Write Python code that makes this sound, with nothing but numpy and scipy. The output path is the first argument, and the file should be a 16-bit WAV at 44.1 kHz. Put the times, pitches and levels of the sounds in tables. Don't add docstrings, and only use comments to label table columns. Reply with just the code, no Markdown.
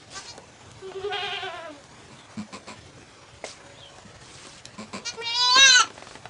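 import sys
import numpy as np
from scipy import signal
from scipy.io import wavfile
from scipy.ndimage import uniform_filter1d

SR = 44100
rng = np.random.default_rng(int(sys.argv[2]) if len(sys.argv) > 2 else 0)


def log_audio(samples):
    frames = np.atleast_2d(samples).T
    limited = np.clip(frames, -1, 1)
    pcm = np.round(limited * 32767).astype(np.int16)
    wavfile.write(sys.argv[1], SR, pcm)


N = 277477


def amp(db):
    return 10 ** (np.asarray(db) / 20)


def evened(x, axis=None):
    return x / np.sqrt(np.mean(x ** 2, axis, keepdims=True) + 1e-20)


def peaked(x):
    return x / abs(x).max()


def add(mix, s, sound):
    part = mix[round(s * SR):][:len(sound)]
    part += sound[:len(part)]


def curves(rows):
    s, *columns = np.transpose(rows)
    t = np.arange(s[0], s[-1], 1 / SR)
    return t, [np.interp(t, s, column) for column in columns]


def ring(x, hz, width_hz):
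    return signal.lfilter(*signal.iirpeak(hz, hz / width_hz, SR), x)


def wobble(length, hz, count=1):
    chance = rng.standard_normal((count, length))
    return evened(uniform_filter1d(chance, int(SR / hz), axis=1), axis=1)


def quavered(t, quaver, hz, effort_db):
    s, strength = np.transpose(quaver)
    strength = np.interp(t, s, strength)
    cycles = np.interp(t, s, np.arange(len(s)))
    push = strength * np.tanh(2.5 * np.cos(2 * np.pi * cycles))
    lowest = amp(11 * (push - strength) + 6.0 * strength + 1.0)
    return hz * (1 + 0.062 * push), effort_db + 2.5 * push, lowest


def mouth_power(k, hz, tract, widths_hz, valley_db):
    power = lag = 0
    levels_db = [0] + tract[len(widths_hz):]
    for at, width, db in zip(tract, widths_hz, levels_db):
        detuning = (k * hz - at) / width
        valley = amp(valley_db) ** 2 / k / (1 + (k * hz / tract[2]) ** 4)
        peak = 1 / (1 + detuning ** 2) ** 2 + valley
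        lag = lag + np.arctan(detuning)
        power = power + amp(db) ** 2 * peak / peak.sum(0)
    return power, lag


def bleat(rows, mouth, widths_hz, valley_db, rough, strain_db, drift_db, quaver=None):
    t, (effort_db, hz, opening) = curves(rows)
    tract = [np.interp(opening, np.arange(len(mouth)), column) for column in np.transpose(mouth)]
    k = np.arange(1, 25)[:, None]
    lowest = amp(-5.0)
    rough = np.minimum(rough + amp(effort_db - strain_db), 1)
    if quaver:
        hz, effort_db, lowest = quavered(t, quaver, hz, effort_db)
    turns = np.cumsum(hz * (1 + .015 * rough * wobble(len(t), 150)[0])) / SR
    power, lag = mouth_power(k, hz, tract, widths_hz, valley_db)

    drift = drift_db * np.minimum(k / 8, 1.6) * wobble(len(t), 22, count=len(k))
    power = power * amp(drift) ** 2
    size = np.sqrt(2 * power / power.sum(0)) * np.where(k == 1, lowest, 1)
    size = size / (1 + (k * hz / 11100.0) ** 6)

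    smear = rough * np.minimum(k / 7, 1.5)
    size = size * (1 + smear * wobble(len(t), 500, count=len(k))) / np.sqrt(1 + smear ** 2)
    phase = 2 * np.pi * k * turns - 1.52 * lag - .2 * k ** 2
    sound = (size * np.cos(phase)).sum(0)
    fade = signal.windows.tukey(len(t), 0.027 / (t[-1] - t[0]))
    return t[0], amp(effort_db) * sound * fade


# [t/s, effort level/dB, pitch f/Hz, mouth opening as a mouth-shape row (0 = shut)]
KID_CALL = [(5.165, -36, 451.5, -0.5), (5.207, -28, 456.6, 0), (5.232, -37.5, 469, 1),
            (5.278, -26.5, 463.1, 1.5), (5.33, -28.5, 468.7, 1.37), (5.37, -24.5, 487, 1.9),
            (5.42, -21.5, 493.5, 2), (5.485, -21, 495.8, 2), (5.535, -19, 501.4, 3), (5.6, -13.5, 545.4, 4),
            (5.64, -13, 547.2, 4), (5.71, -14, 507.8, 5), (5.765, -14.5, 498.3, 5.5),
            (5.785, -20, 478.5, 5), (5.808, -13.5, 436, 6.5), (5.835, -35, 394.3, 1.5)]
# [five resonances f/Hz, then level/dB of the upper four against the first]
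KID_MOUTH = [(480, 1280, 2700, 4760, 8900, -15, -29, -28, -36),
             (910, 2680, 3400, 4560, 5300, 9, 6, -3.5, -16), (985, 2660, 3900, 5000, 6340, -9.5, 4, 0, -10),
             (1000, 3430, 4760, 6470, 6500, -11.5, -4.5, -14, -18),
             (1560, 2620, 3730, 5900, 6900, -1.5, 1, -5, -31),
             (1590, 2880, 4170, 6150, 7050, -5, -0.5, -4, -15),
             (1310, 2960, 4100, 6500, 7700, -5.5, -12, -12, -12.5)]


def kid_bleat():
    return bleat(KID_CALL, KID_MOUTH, (200., 250., 330., 350., 450.),
                 valley_db=-24, rough=.05, strain_db=3, drift_db=3.5)


# [t/s, length/s, effort level/dB, first pitch f/Hz, last pitch f/Hz,
# mouth resonance f/Hz, level/dB of the three upper resonances against the first]
KID_MEWS = [(.135, 0.076, -35.5, 376, 400, 1290, -19, -5, -0.5),
            (.25, 0.089, -39, 467.5, 480, 940, -4, 9.5, 2),
            (5.04, 0.079, -28.5, 454, 493, 1324, 2.5, 5, 3.5)]
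MEW_UPPER = (2660, 4440, 6220)


def mew(s, length, effort_db, first_hz, last_hz, mouth_hz, *upper_db):
    rows = [(s, effort_db, first_hz, 0), (s + length, effort_db, last_hz, 0)]
    mouth = [(mouth_hz, *MEW_UPPER, *upper_db)]
    s, sound = bleat(rows, mouth, (450., 600., 700., 900.),
                     valley_db=-14, rough=.2, strain_db=5, drift_db=2)
    return s, sound * np.sin(np.linspace(0, np.pi, len(sound))) ** 1.63


# [t/s, starting level/dB, f/Hz, t60/s]
LOW_THUMP = (5.603, -35, 30., .25)


def thump(s, db, hz, t60):
    t = np.arange(0, t60, 1 / SR)
    return s, amp(db - 60 * t / t60) * np.sin(2 * np.pi * hz * t)


# [t/s, effort level/dB before the quaver, pitch f/Hz before the quaver,
# mouth opening as a mouth-shape row (0 = shut)]
FAR_CALL = [(.812, -46.5, 378.6, 0.43), (.93, -44.5, 367, 0.036), (1.0, -41.5, 379.7, 0),
            (1.03, -34.5, 392.3, 0.062), (1.09, -37, 387.5, 0.081), (1.125, -31.5, 384.6, 1.94),
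            (1.35, -33.5, 377.1, 2.03), (1.46, -35.5, 363, 1.77), (1.5, -36.5, 344.4, 1.5),
            (1.66, -39.5, 328, 1.13), (1.7, -42, 305.5, 0.21), (1.74, -48, 285, 0.055),
            (1.8, -57, 275, 0.89)]
# [four resonances f/Hz, then level/dB of the upper three against the first]
FAR_SHAPES = [(362, 1100, 3000, 3400, -13, -16.5, -18), (731, 1520, 2600, 3500, -5, -18, -24),
              (790, 1530, 2560, 3140, -4.5, -4, 1)]
# [t/s, strength 0-1]
PUSHES = [(.87, 0.35), (.972, 0.8), (1.062, 0.7), (1.145, 1), (1.245, 1), (1.345, 0.9), (1.45, .9),
          (1.56, 0.6), (1.65, 0.2), (1.72, 0), (1.81, 0.)]


def far_bleat():
    return bleat(FAR_CALL, FAR_SHAPES, (210., 250., 500., 550.),
                 valley_db=-19, rough=.36, strain_db=0, drift_db=1.8, quaver=PUSHES)


# [t/s, muzzle peak level/dB, chest level/dB against the muzzle, length/s]
MOTHER_GRUNTS = [(2.1, -40, -5.5, .06), (2.37, -28.5, 2.5, 0.074), (2.526, -26, -10, 0.066),
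                 (2.671, -28, -15, 0.08), (4.047, -46.5, 7, 0.037), (4.779, -28.5, -4.5, 0.09),
                 (4.93, -24, -7, 0.081), (5.136, -32, -11, 0.029)]
# [f/Hz, width of the narrower pass/Hz, level/dB]
CHEST_AND_MUZZLE = [(184, 51, 0), (400, 510, 8.5), (1000, 66, 5), (2310, 310, 5), (4190, 1100, 5),
                    (7420, 620, 0.5)]


def grunt(s, peak_db, chest_db, length):
    t = np.arange(0, length, 1 / SR)
    turns = np.cumsum(104 * (1 + 0.049 * wobble(len(t), 60)[0])) / SR + 0.81
    pulses = np.diff(np.floor(turns), prepend=0)
    puffs = (.5 + np.exp(-(turns % 1) / 0.67)) * rng.standard_normal(len(t))
    drive = evened(pulses) + amp(-.4 * chest_db) * evened(puffs)
    (chest_hz, chest_width, _), *muzzle = CHEST_AND_MUZZLE
    chest = evened(ring(ring(pulses, chest_hz, chest_width), chest_hz, 2 * chest_width))
    upper = evened(sum(amp(db) * evened(ring(ring(drive, f, w), f, 3 * w)) for f, w, db in muzzle))
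    shape = np.sin(np.pi * (t / length) ** 0.5)
    return s, amp(peak_db) * (peaked(shape * upper) + amp(chest_db) * peaked(shape * chest))


# [t/s, peak level/dB]
WOOD_KNOCK = (3.4405, -18.5)
# [f/Hz, level/dB, t60/s]
BOARD_MODES = [(640, -0.5, 0.019), (2100, -5, 0.015)]


def knock(s, db):
    t = np.arange(0, .04, 1 / SR)
    modes = sum(amp(d - 60 * t / t60) * np.sin(2 * np.pi * hz * t) for hz, d, t60 in BOARD_MODES)
    onset = np.minimum(t / .001, 1)
    return s, amp(db) * peaked(modes * onset)


# [t/s, snap peak level/dB, knock peak level/dB]
STRAW_TICKS = [(0.38, -30, -29), (0.7168, -32, -62), (0.9178, -61, -31), (1.8407, -33, -38.5),
               (3.4447, -28, -28.5), (3.986, -33, -34), (4.453, -41, -36), (4.47, -30, -34),
               (4.6557, -22, -42), (5.222, -30, -41)]


def tick(s, snap_db, knock_db):
    t = np.arange(0, .04, 1 / SR)
    burst = rng.standard_normal(len(t))
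    snap = peaked(ring(burst, 3460.0, 5000.0) * amp(-60 * t / 0.0093))
    dull = ring(ring(burst, 320.0, 920.0), 430.0, 1200.0)
    dull = peaked(dull * amp(-60 * t / 0.032))
    return s - .001, amp(snap_db) * snap + amp(knock_db) * dull


# [t/s, level/dB of the dull part]
DULL_TAPS = [(5.564, -33), (5.584, -33), (5.684, -41.5), (5.797, -39), (5.844, -41.5), (5.876, -46.5),
             (5.905, -46), (5.958, -52.5), (5.98, -45), (6.026, -44), (6.072, -46), (6.112, -47.5),
             (6.156, -44), (6.257, -40)]


def tap(s, db):
    t = np.arange(0, .03, 1 / SR)
    burst = rng.standard_normal(len(t)) * amp(-60 * t / 0.028)
    dull = evened(ring(ring(burst, 420.0, 1030.0), 680.0, 3380.0))
    return s - .002, amp(db) * (dull + 0.049 * evened(burst))


def noise(spectrum, patchy_db, flicker_db, size):
    frames, hz = 4 * N // size + 5, np.fft.rfftfreq(size, 1 / SR)
    a, b, patches = rng.standard_normal((frames, len(hz), 3)).T
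    patches = uniform_filter1d(patches, size=10, axis=0)
    patches = evened(uniform_filter1d(patches, size=10, axis=1))
    f, db = np.transpose(spectrum)
    field_db = np.interp(np.log(hz + 1), np.log(f), db)[:, None] + patchy_db * patches
    z = (a + 1j * b) * amp(field_db + flicker_db * rng.standard_normal(frames))
    return evened(signal.istft(z, nperseg=size, noverlap=3 * size // 4)[1][:N])


# [t/s, level/dB]; most are straw pushed about, the one at 3.44 s a
NOISE_SWELLS = [
    [(0.1, -49.5), (0.144, -41.5), (0.3, -48)],
    [(3.44, -38), (3.51, -43.5), (3.6, -63)],
    [(4.2, -53.5), (4.388, -46), (4.62, -50.5)],
    [(5.93, -53.5), (6.154, -50), (6.2, -72)],
]
# [f/Hz, relative level/dB per Hz]
STRAW_COLOUR = [(300, -8), (800, -8.5), (4700, -2.5), (9000, -8.5), (10400, -26)]


def rustle():
    crackle = noise(STRAW_COLOUR, patchy_db=2.5, flicker_db=1.5, size=256)
    swell = np.zeros(N)
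    for rows in NOISE_SWELLS:
        t, (db,) = curves(rows)
        add(swell, t[0], amp(db) * signal.windows.tukey(len(t), .1))
    return swell * crackle


def whistle(rows, blur_hz, fuzz):
    t, (hz, db) = curves(rows)
    tone = np.sin(2 * np.pi * np.cumsum(hz) / SR) * (1 + fuzz * wobble(len(t), blur_hz)[0])
    return t[0], amp(db) * evened(tone) * signal.windows.tukey(len(t), .2)


# [t/s, f/Hz, level/dB]
SPARROW_CHIRPS = [
    [(.085, 2900, -62), (.125, 3420, -58), (.15, 3500, -56)],
    [(2.15, 3390, -59), (2.18, 3810, -57), (2.2, 3410, -56), (2.27, 3320, -60)],
    [(3.73, 2900, -57.5), (3.8, 3900, -55), (3.82, 3320, -48.5), (3.86, 3090, -51), (3.91, 3050, -58)],
]


def sparrow(rows):
    return whistle(rows, blur_hz=350., fuzz=1.3)


# [t/s, f/Hz, level/dB]
WHINE_GLIDE = [(3.05, 582, -66), (3.3, 570, -61), (3.95, 559, -68)]


def distant_whine():
    return whistle(WHINE_GLIDE, blur_hz=30.5, fuzz=0.54)


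# [f/Hz, relative level/dB per Hz]
AIR_COLOUR = [(20, -42), (50, -11.5), (80, -5.5), (125, 2), (160, -10), (300, -7), (900, -10.5),
              (3400, -18), (7000, -21), (10400, -31.5)]


def barn_air():
    return amp(-48.5) * noise(AIR_COLOUR, patchy_db=2.5, flicker_db=1.63, size=2048)


def barn(x, t60):
    at = np.arange(200, 12000, 20)
    taps = np.zeros(12020)
    signs = rng.choice([-1., 1.], len(at))
    taps[at + rng.integers(0, 20, len(at))] = signs * amp(-60 * at / SR / t60)
    taps = signal.lfilter([1], [1, -.45], taps)
    return signal.fftconvolve(x, taps / np.linalg.norm(taps))[:N]


def scene():
    near, far = np.zeros(N), np.zeros(N)
    add(near, *kid_bleat())
    add(far, *far_bleat())
    events = ((KID_MEWS, mew), ([LOW_THUMP], thump), (MOTHER_GRUNTS, grunt),
              ([WOOD_KNOCK], knock), (STRAW_TICKS, tick), (DULL_TAPS, tap))
    for table, source in events:
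        for row in table:
            add(near, *source(*row))
    for rows in SPARROW_CHIRPS:
        add(far, *sparrow(rows))
    add(far, *distant_whine())
    room = barn(amp(-12.0) * near + amp(-6.0) * far, t60=0.16)
    return (near + far + room + rustle() + barn_air())[None]


def record(dry):
    lowpass = signal.firwin(767, 10380, window=("kaiser", 12), fs=SR)
    return signal.oaconvolve(dry, lowpass[None], "same")


dry = scene()
out = record(dry)
log_audio(out)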